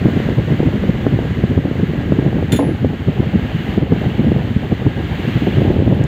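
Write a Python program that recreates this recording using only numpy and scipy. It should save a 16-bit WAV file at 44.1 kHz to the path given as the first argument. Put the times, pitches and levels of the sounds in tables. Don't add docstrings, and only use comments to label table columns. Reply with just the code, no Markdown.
import sys
import numpy as np
from scipy import signal
from scipy.fft import rfft, irfft, next_fast_len
from scipy.io import wavfile
from scipy.ndimage import uniform_filter1d

SR = 44100
rng = np.random.default_rng(int(sys.argv[2]) if len(sys.argv) > 2 else 0)


def generate_wav(sig):
    pcm = np.round(np.clip(np.atleast_2d(sig).T, -1, 1) * 32767).astype(np.int16)
    wavfile.write(sys.argv[1], SR, pcm)


N = 267677
TIME = np.arange(N) / SR

# time_s, force_db
DRAUGHT_CURVE = [(0.0, -15.5), (0.56, -16.5), (1.62, -20.5), (2.04, -22), (2.27, -14), (2.48, -21.5),
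                 (2.72, -16), (2.87, -25.5), (3.09, -29), (3.21, -20), (3.58, -26.5), (3.75, -20),
                 (4.07, -22), (4.21, -17.5), (5.0, -24.5), (5.24, -20.5), (5.7, -12), (6.07, -14.5)]
MEAN_DRAUGHT_DB = -20
# time_s, lift_db
HAND_CURVE = [(0, 0.5), (2.8, 0.5), (3.3, 3), (4.1, 4), (4.5, 2), (4.9, 1.85), (5.3, 4), (6.07, 3)]
EDDY_HZ, EDDY_SPREAD_OCTAVES = 163.5, 0.18


def from_db(db):
    return 10 ** (np.asarray(db) / 20)


def rms_one(x):
    return x / np.sqrt(np.mean(x ** 2) + 1e-20)


def in_time(rows):
    s, *columns = np.transpose(rows)
    return [np.interp(TIME, s, c) for c in columns]


def add(out, sound, s):
    at = int(round(s * SR))
    first, last = max(at, 0), min(at + len(sound), N)
    out[first:last] += sound[first - at:last - at]


def band(x, low_hz, high_hz, order=2):
    sos = signal.butter(order, [low_hz, high_hz], "band", fs=SR, output="sos")
    return signal.sosfilt(sos, x)


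def noise(spectrum):
    hz, db = np.transpose(spectrum)
    size = next_fast_len(N)
    bins_hz = np.arange(size // 2 + 1) * SR / size
    gain = from_db(np.interp(np.log(bins_hz + 1), np.log(hz), db))
    shaped = irfft(rfft(rng.standard_normal(size)) * gain, size)
    return rms_one(shaped[:N])


def drift(rate_hz, size=N):
    r = np.exp(-2 * np.pi * rate_hz / SR)
    settle = SR // 4
    slow = signal.lfilter([1], [1, -2 * r, r * r], rng.standard_normal(size + settle))
    return rms_one(slow[settle:])


def evened(x, span_s):
    power = uniform_filter1d(x ** 2, max(int(span_s * SR), 2))
    return x / np.sqrt(power + 1e-12)


def draught(rumble_db=-20.5, rumble_follows=0.68, eddies_db=-38.0, eddies_follow=0.14, lumpy_db=3.5):
    # freq_hz, level_db_per_hz
    large_spectrum = [(15, -45), (25, -31.5), (40, -15.5), (70, -1), (110, 1.5), (170, -1.5), (260, -5.5),
                      (420, -15.5), (600, -19), (1000, -38.5), (2000, -81.5), (8000, -140)]
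    small_spectrum = [(20, -75), (200, -19.5), (400, 3), (520, -5), (650, -5.5), (800, -2.5), (1000, -15),
                      (1400, -23.5), (3000, -53.5), (8000, -120)]
    force_db = in_time(DRAUGHT_CURVE)[0] - MEAN_DRAUGHT_DB
    (lift_db,) = in_time(HAND_CURVE)
    surge_db = lumpy_db * drift(28)
    large_db = rumble_db + rumble_follows * force_db + surge_db / 2
    small_db = eddies_db + eddies_follow * force_db + lift_db + surge_db
    large = from_db(large_db) * evened(noise(large_spectrum), 0.066)
    small = from_db(small_db) * noise(small_spectrum)
    return large + small


def blades(fizz_db=-22.0, flutter_hz=100.64, flutter_depth=0.22):
    # time_s, hiss_db
    rush_curve = [(0, -33.5), (.22, -31.5), (.4, -34.5), (.48, -33.5), (1.5, -35), (1.66, -37), (1.77, -35),
                  (2.95, -37), (3.74, -32), (3.86, -38.5), (3.98, -33), (4.3, -35), (4.92, -35.5),
                  (5.3, -30), (5.62, -31.5), (5.8, -35.5), (6.07, -36)]
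    # freq_hz, level_db_per_hz
    hiss_spectrum = [(400, -19), (900, -3), (1400, -2), (1700, 0.4), (2000, 1), (2500, -5.5), (2850, -3),
                     (3500, -9), (4400, -16), (5400, -28), (6800, -23.5), (9700, -39.5), (11300, -40),
                     (12500, -39.5), (13600, -32.5), (16000, -45)]
    fizz_spectrum = [(2000, -32.5), (3500, -13.5), (5400, -15.5), (7000, -7.5), (9700, -9), (11300, -3),
                     (12500, -4.5), (13600, 1), (15500, 2.5)]
    # freq_hz, width_hz, level_db (against the hiss)
    whistle_table = [(1470, 43, -26), (1632, 6.4, -13.5)]
    (rush_db,), (lift_db,) = in_time(rush_curve), in_time(HAND_CURVE)
    pulse = np.cos(2 * np.pi * flutter_hz * TIME)
    hiss = noise(hiss_spectrum)
    hiss = hiss + flutter_depth * pulse * band(hiss, 1300, 3300)
    reflected = (from_db(lift_db) - 1) * band(hiss, 2450, 3750, order=1)
    hiss = (hiss + reflected) * from_db(-lift_db / 2)
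    fizz = from_db(fizz_db) * rms_one(noise(fizz_spectrum) * np.exp(pulse))
    whistles = np.zeros(N)
    for hz, width_hz, db in whistle_table:
        tone = band(rng.standard_normal(N), hz - width_hz / 2, hz + width_hz / 2, order=1)
        whistles += from_db(db) * rms_one(tone)
    return from_db(rush_db) * (hiss + fizz + whistles)


def eddies():
    # front_s, length_s (before stretch), level_db and step_db (before trims), pitch_hz
    gust_table = [(0.056, 0.014, -3.5, -17, 171), (0.386, 0.014, -8, -21.5, 190),
                  (0.522, 0.033, -11, -14, 167.5), (0.603, 0.0078, -8, -14, 212),
                  (0.633, 0.022, -18, -13, 180), (0.666, 0.018, -5.5, -24, 195),
                  (0.893, 0.0094, -3.5, -27, 200), (1.067, 0.017, -12.5, -9.5, 223.4),
                  (1.142, 0.038, -8.5, -25, 166), (1.439, 0.021, -10, -12.5, 168),
                  (1.513, 0.023, -10, -38, 176), (1.577, 0.028, -8, -9.5, 168),
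                  (1.654, 0.011, -9.5, -14.5, 180), (1.795, 0.021, -11, -21, 184.2),
                  (1.833, 0.011, -6, -29, 180), (2.122, 0.06, -11.5, -9, 187.4),
                  (2.19, 0.0081, -4, -11, 162), (2.263, .02, -9, -12.5, 182.7),
                  (2.427, 0.037, -14, -15, 182), (2.536, 0.027, -5.5, -18, 196.4),
                  (2.847, 0.042, -10.5, -10, 152), (3.085, 0.023, -7.5, -13.5, 160),
                  (3.2, 0.01, -5, -19, 152), (3.356, 0.023, -6.5, -11.5, 147),
                  (3.55, 0.018, -9.5, -34.5, 141), (3.778, 0.0063, -3, -19.5, 194.7),
                  (3.825, 0.015, -7.5, -20, 178), (3.922, 0.022, -7.5, -9, 193.5),
                  (4.061, 0.022, -9, -19, 172.3), (4.197, 0.019, -5.5, -19, 178),
                  (4.273, 0.026, -6, -29, 183.8), (4.319, 0.021, -10, -11, 161),
                  (4.363, 0.02, -9, -17, 158), (4.564, 0.0077, -3, -27, 144),
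                  (4.722, 0.009, -3.5, -17.5, 217.8), (4.866, .017, -4, -14.5, 187),
                  (5.36, 0.018, -7.5, -34, 154), (5.585, .022, -5.5, -17, 178.9),
                  (5.619, 0.015, -8.5, -12, 175), (5.878, 0.0097, -6, -13.5, 165.1),
                  (5.926, .009, -4.5, -14.5, 214)]
    eddies_per_s, jitter_beats = 13.4, 0.2
    length_s, clearance_s = 0.016, 0.05
    level_db, level_growth = -13, 0.5
    step_db, step_growth = -27.5, 0.91
    force_spread_db = 0.5
    beats = np.arange(int(N / SR * eddies_per_s))
    late, strong, long, high = np.clip(rng.standard_normal((len(beats), 4)), -2, 2).T
    s = np.clip((beats + 0.5 + jitter_beats * late) / eddies_per_s, 0, N / SR)
    force_db = np.interp(s, *np.transpose(DRAUGHT_CURVE)) - MEAN_DRAUGHT_DB + force_spread_db * strong
    ordinary = np.column_stack([
        s,
        length_s * 2 ** (long / 2),
        level_db + level_growth * force_db,
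        step_db + step_growth * force_db,
        EDDY_HZ * 2 ** (EDDY_SPREAD_OCTAVES * high),
    ])
    free = np.abs(s[:, None] - np.array(gust_table)[:, 0]).min(axis=1) > clearance_s
    return np.vstack([gust_table, ordinary[free]])


def loose_steps(per_s=2.2, growth=3.2, level_db=-17.5, spread_db=3.0):
    rate = per_s * from_db(growth * (in_time(DRAUGHT_CURVE)[0] - MEAN_DRAUGHT_DB))
    due = np.cumsum(rate) / SR
    late, strong, high = rng.uniform(-1, 1, (int(due[-1]), 3)).T
    s = np.interp(np.arange(len(late)) + 0.5 + late / 2, due, TIME)
    hz = EDDY_HZ * 2 ** (2 * EDDY_SPREAD_OCTAVES * high)
    return np.column_stack([s, level_db + spread_db * strong, hz])


def puffs(rows, trim_db=-2.12, stretch=0.58, lag_s=0.002997):
    out, t = np.zeros(N), np.arange(-SR // 8, SR // 8) / SR
    for s, length_s, db, hz in rows:
        envelope = np.exp(-(t / (stretch * length_s)) ** 2 / 2)
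        swirl = band(rng.standard_normal(len(t)), hz / 1.82, hz, order=1)
        swirl = evened(swirl, 0.014)
        swirl = envelope * band(swirl, 62.3, hz * 2.244, order=3)
        gain = from_db(db + trim_db) * np.sqrt(np.mean(envelope ** 2))
        add(out, gain * rms_one(swirl), s + lag_s + t[0])
    return out


def slaps(rows, flip_db=15.5, flip_hz=222.6, port_hz=110, wake_db=-6.5, wake_t60_s=0.044):
    out, t = np.zeros(N), np.arange(-SR // 100, SR // 12) / SR
    for s, db, hz in rows:
        u = np.clip(2 * np.pi * flip_hz * hz / EDDY_HZ * t, -20, 20)
        flip = from_db(flip_db) * rng.choice([-1, 1]) * np.tanh(u) / np.cosh(u)
        onset = (1 + np.tanh(u)) / 2
        wake = rms_one(band(rng.standard_normal(len(t)), 270, 560))
        wake = wake * from_db(wake_db - 60 * t / wake_t60_s) * onset
        add(out, from_db(db) * (flip + wake), s + t[0])
    return signal.sosfilt(signal.butter(2, port_hz, "high", fs=SR, output="sos"), out)


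def struck(modes, t, waver):
    out = np.zeros(len(t))
    for hz, db, t60_s in modes:
        strength = from_db(db - 60 * t / t60_s) * (1 + waver * drift(31, size=len(t)))
        out += strength * np.sin(2 * np.pi * (hz * t + rng.random()))
    return out


def fitting(ring_db=-2.5, crack_db=-31.0, crack_t60_s=0.1, clack_db=-25.5, clack_t60_s=0.26):
    # start_s, level_db, chatter_s
    clink_table = [(2.52, 0.5, 0.011), (2.5598, -8.5, 0.0044)]
    # freq_hz, level_db (before ring_db), t60_s
    brass_modes = [(3398, -28, .09), (3541, -19, .13), (4147, -26, .1), (5762, -42, .13), (6789, -24, .14),
                   (6880, -33, .06), (7327, -26, .15), (8296, -48, .12), (9520, -33, .12), (9626, -42, .33),
                   (9798, -28, .24), (9898, -39, .19), (10563, -44, .3), (12608, -45, .3),
                   (14536, -34, .13), (14620, -34, .19), (14980, -36, .13), (15290, -40, .1)]
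    out, t = np.zeros(N), np.arange(SR // 2) / SR
    for s, db, chatter_s in clink_table:
        build_up = 1 - np.exp(-6 * t / chatter_s)
        ring = from_db(ring_db) * struck(brass_modes, t, waver=0.24) * build_up
        white = rng.standard_normal((2, len(t)))
        crack = rms_one(band(white[0], 3012, 15800, order=1))
        crack = from_db(crack_db - 60 * t / crack_t60_s) * crack
        clack = rms_one(band(white[1], 1380, 3600, order=4))
        clack = from_db(clack_db - 60 * t / clack_t60_s) * clack
        add(out, from_db(db) * (ring + crack + clack), s)
    return out


def swell(start_s=2.57, level_db=-46, hz=10563, attack_s=0.048, hold_s=0.04, t60_s=0.3):
    since_s = TIME - start_s
    attack = np.clip(since_s / attack_s, 0, 1)
    release_db = -60 * np.maximum(since_s - attack_s - hold_s, 0) / t60_s
    return attack * from_db(level_db + release_db) * np.sin(2 * np.pi * hz * TIME)


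def bench(rise_s=0.00088, contact_t60_s=0.034, clutter_db=-16.5, clutter_t60_s=0.13):
    # start_s, level_db, hard_contact_db
    thud_table = [(2.589, 5, -44), (2.604, -6, -25.5), (2.625, -1.5, -50)]
    # freq_hz, level_db, t60_s
    bench_modes = [(279.3, -13, 0.16), (343, -27, 0.061), (520, -20, 0.18), (616, -41, 0.076),
                   (870, -27.5, .14), (1052, -24, 0.044)]
    out, t = np.zeros(N), np.arange(SR // 3) / SR
    for s, db, contact_db in thud_table:
        white = rng.standard_normal((2, len(t)))
        clutter = rms_one(band(white[0], 350, 655))
        clutter = from_db(clutter_db - 60 * t / clutter_t60_s) * clutter
        body = struck(bench_modes, t, waver=0.53) + clutter
        thud = from_db(db) * body * (1 - np.exp(-t / rise_s))
        contact = rms_one(band(white[1], 1900, 2200))
        contact = from_db(contact_db - 60 * t / contact_t60_s) * contact
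        add(out, thud + contact, s)
    return out


def spanner(t60_s=0.025):
    # start_s, peak_db, pitch_hz
    tick_table = [(5.946, -43.5, 10900), (6.038, -33, 7000)]
    out, t = np.zeros(N), np.arange(SR // 10) / SR
    for s, db, hz in tick_table:
        tick = band(rng.standard_normal(len(t)), hz / 1.35, hz * 1.07) * from_db(-60 * t / t60_s)
        add(out, from_db(db) * tick / np.abs(tick).max(), s)
    return out


def scene():
    steady = draught() + blades()
    s, length_s, db, step_db, hz = eddies().T
    steps = [*zip(s, step_db, hz), *loose_steps()]
    wind = puffs(zip(s, length_s, db, hz)) + slaps(steps)
    parts = fitting() + swell() + bench() + spanner()
    return (steady + wind + parts)[None]


def record(dry, cutoff_hz=15600):
    held = signal.sosfilt(signal.butter(3, 32, "high", fs=SR, output="sos"), dry)
    rounded = held / (1 + held ** 6) ** (1 / 6)
    return signal.sosfilt(signal.ellip(12, 0.2, 80, cutoff_hz, fs=SR, output="sos"), rounded)


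dry = scene()
out = record(dry)
generate_wav(out)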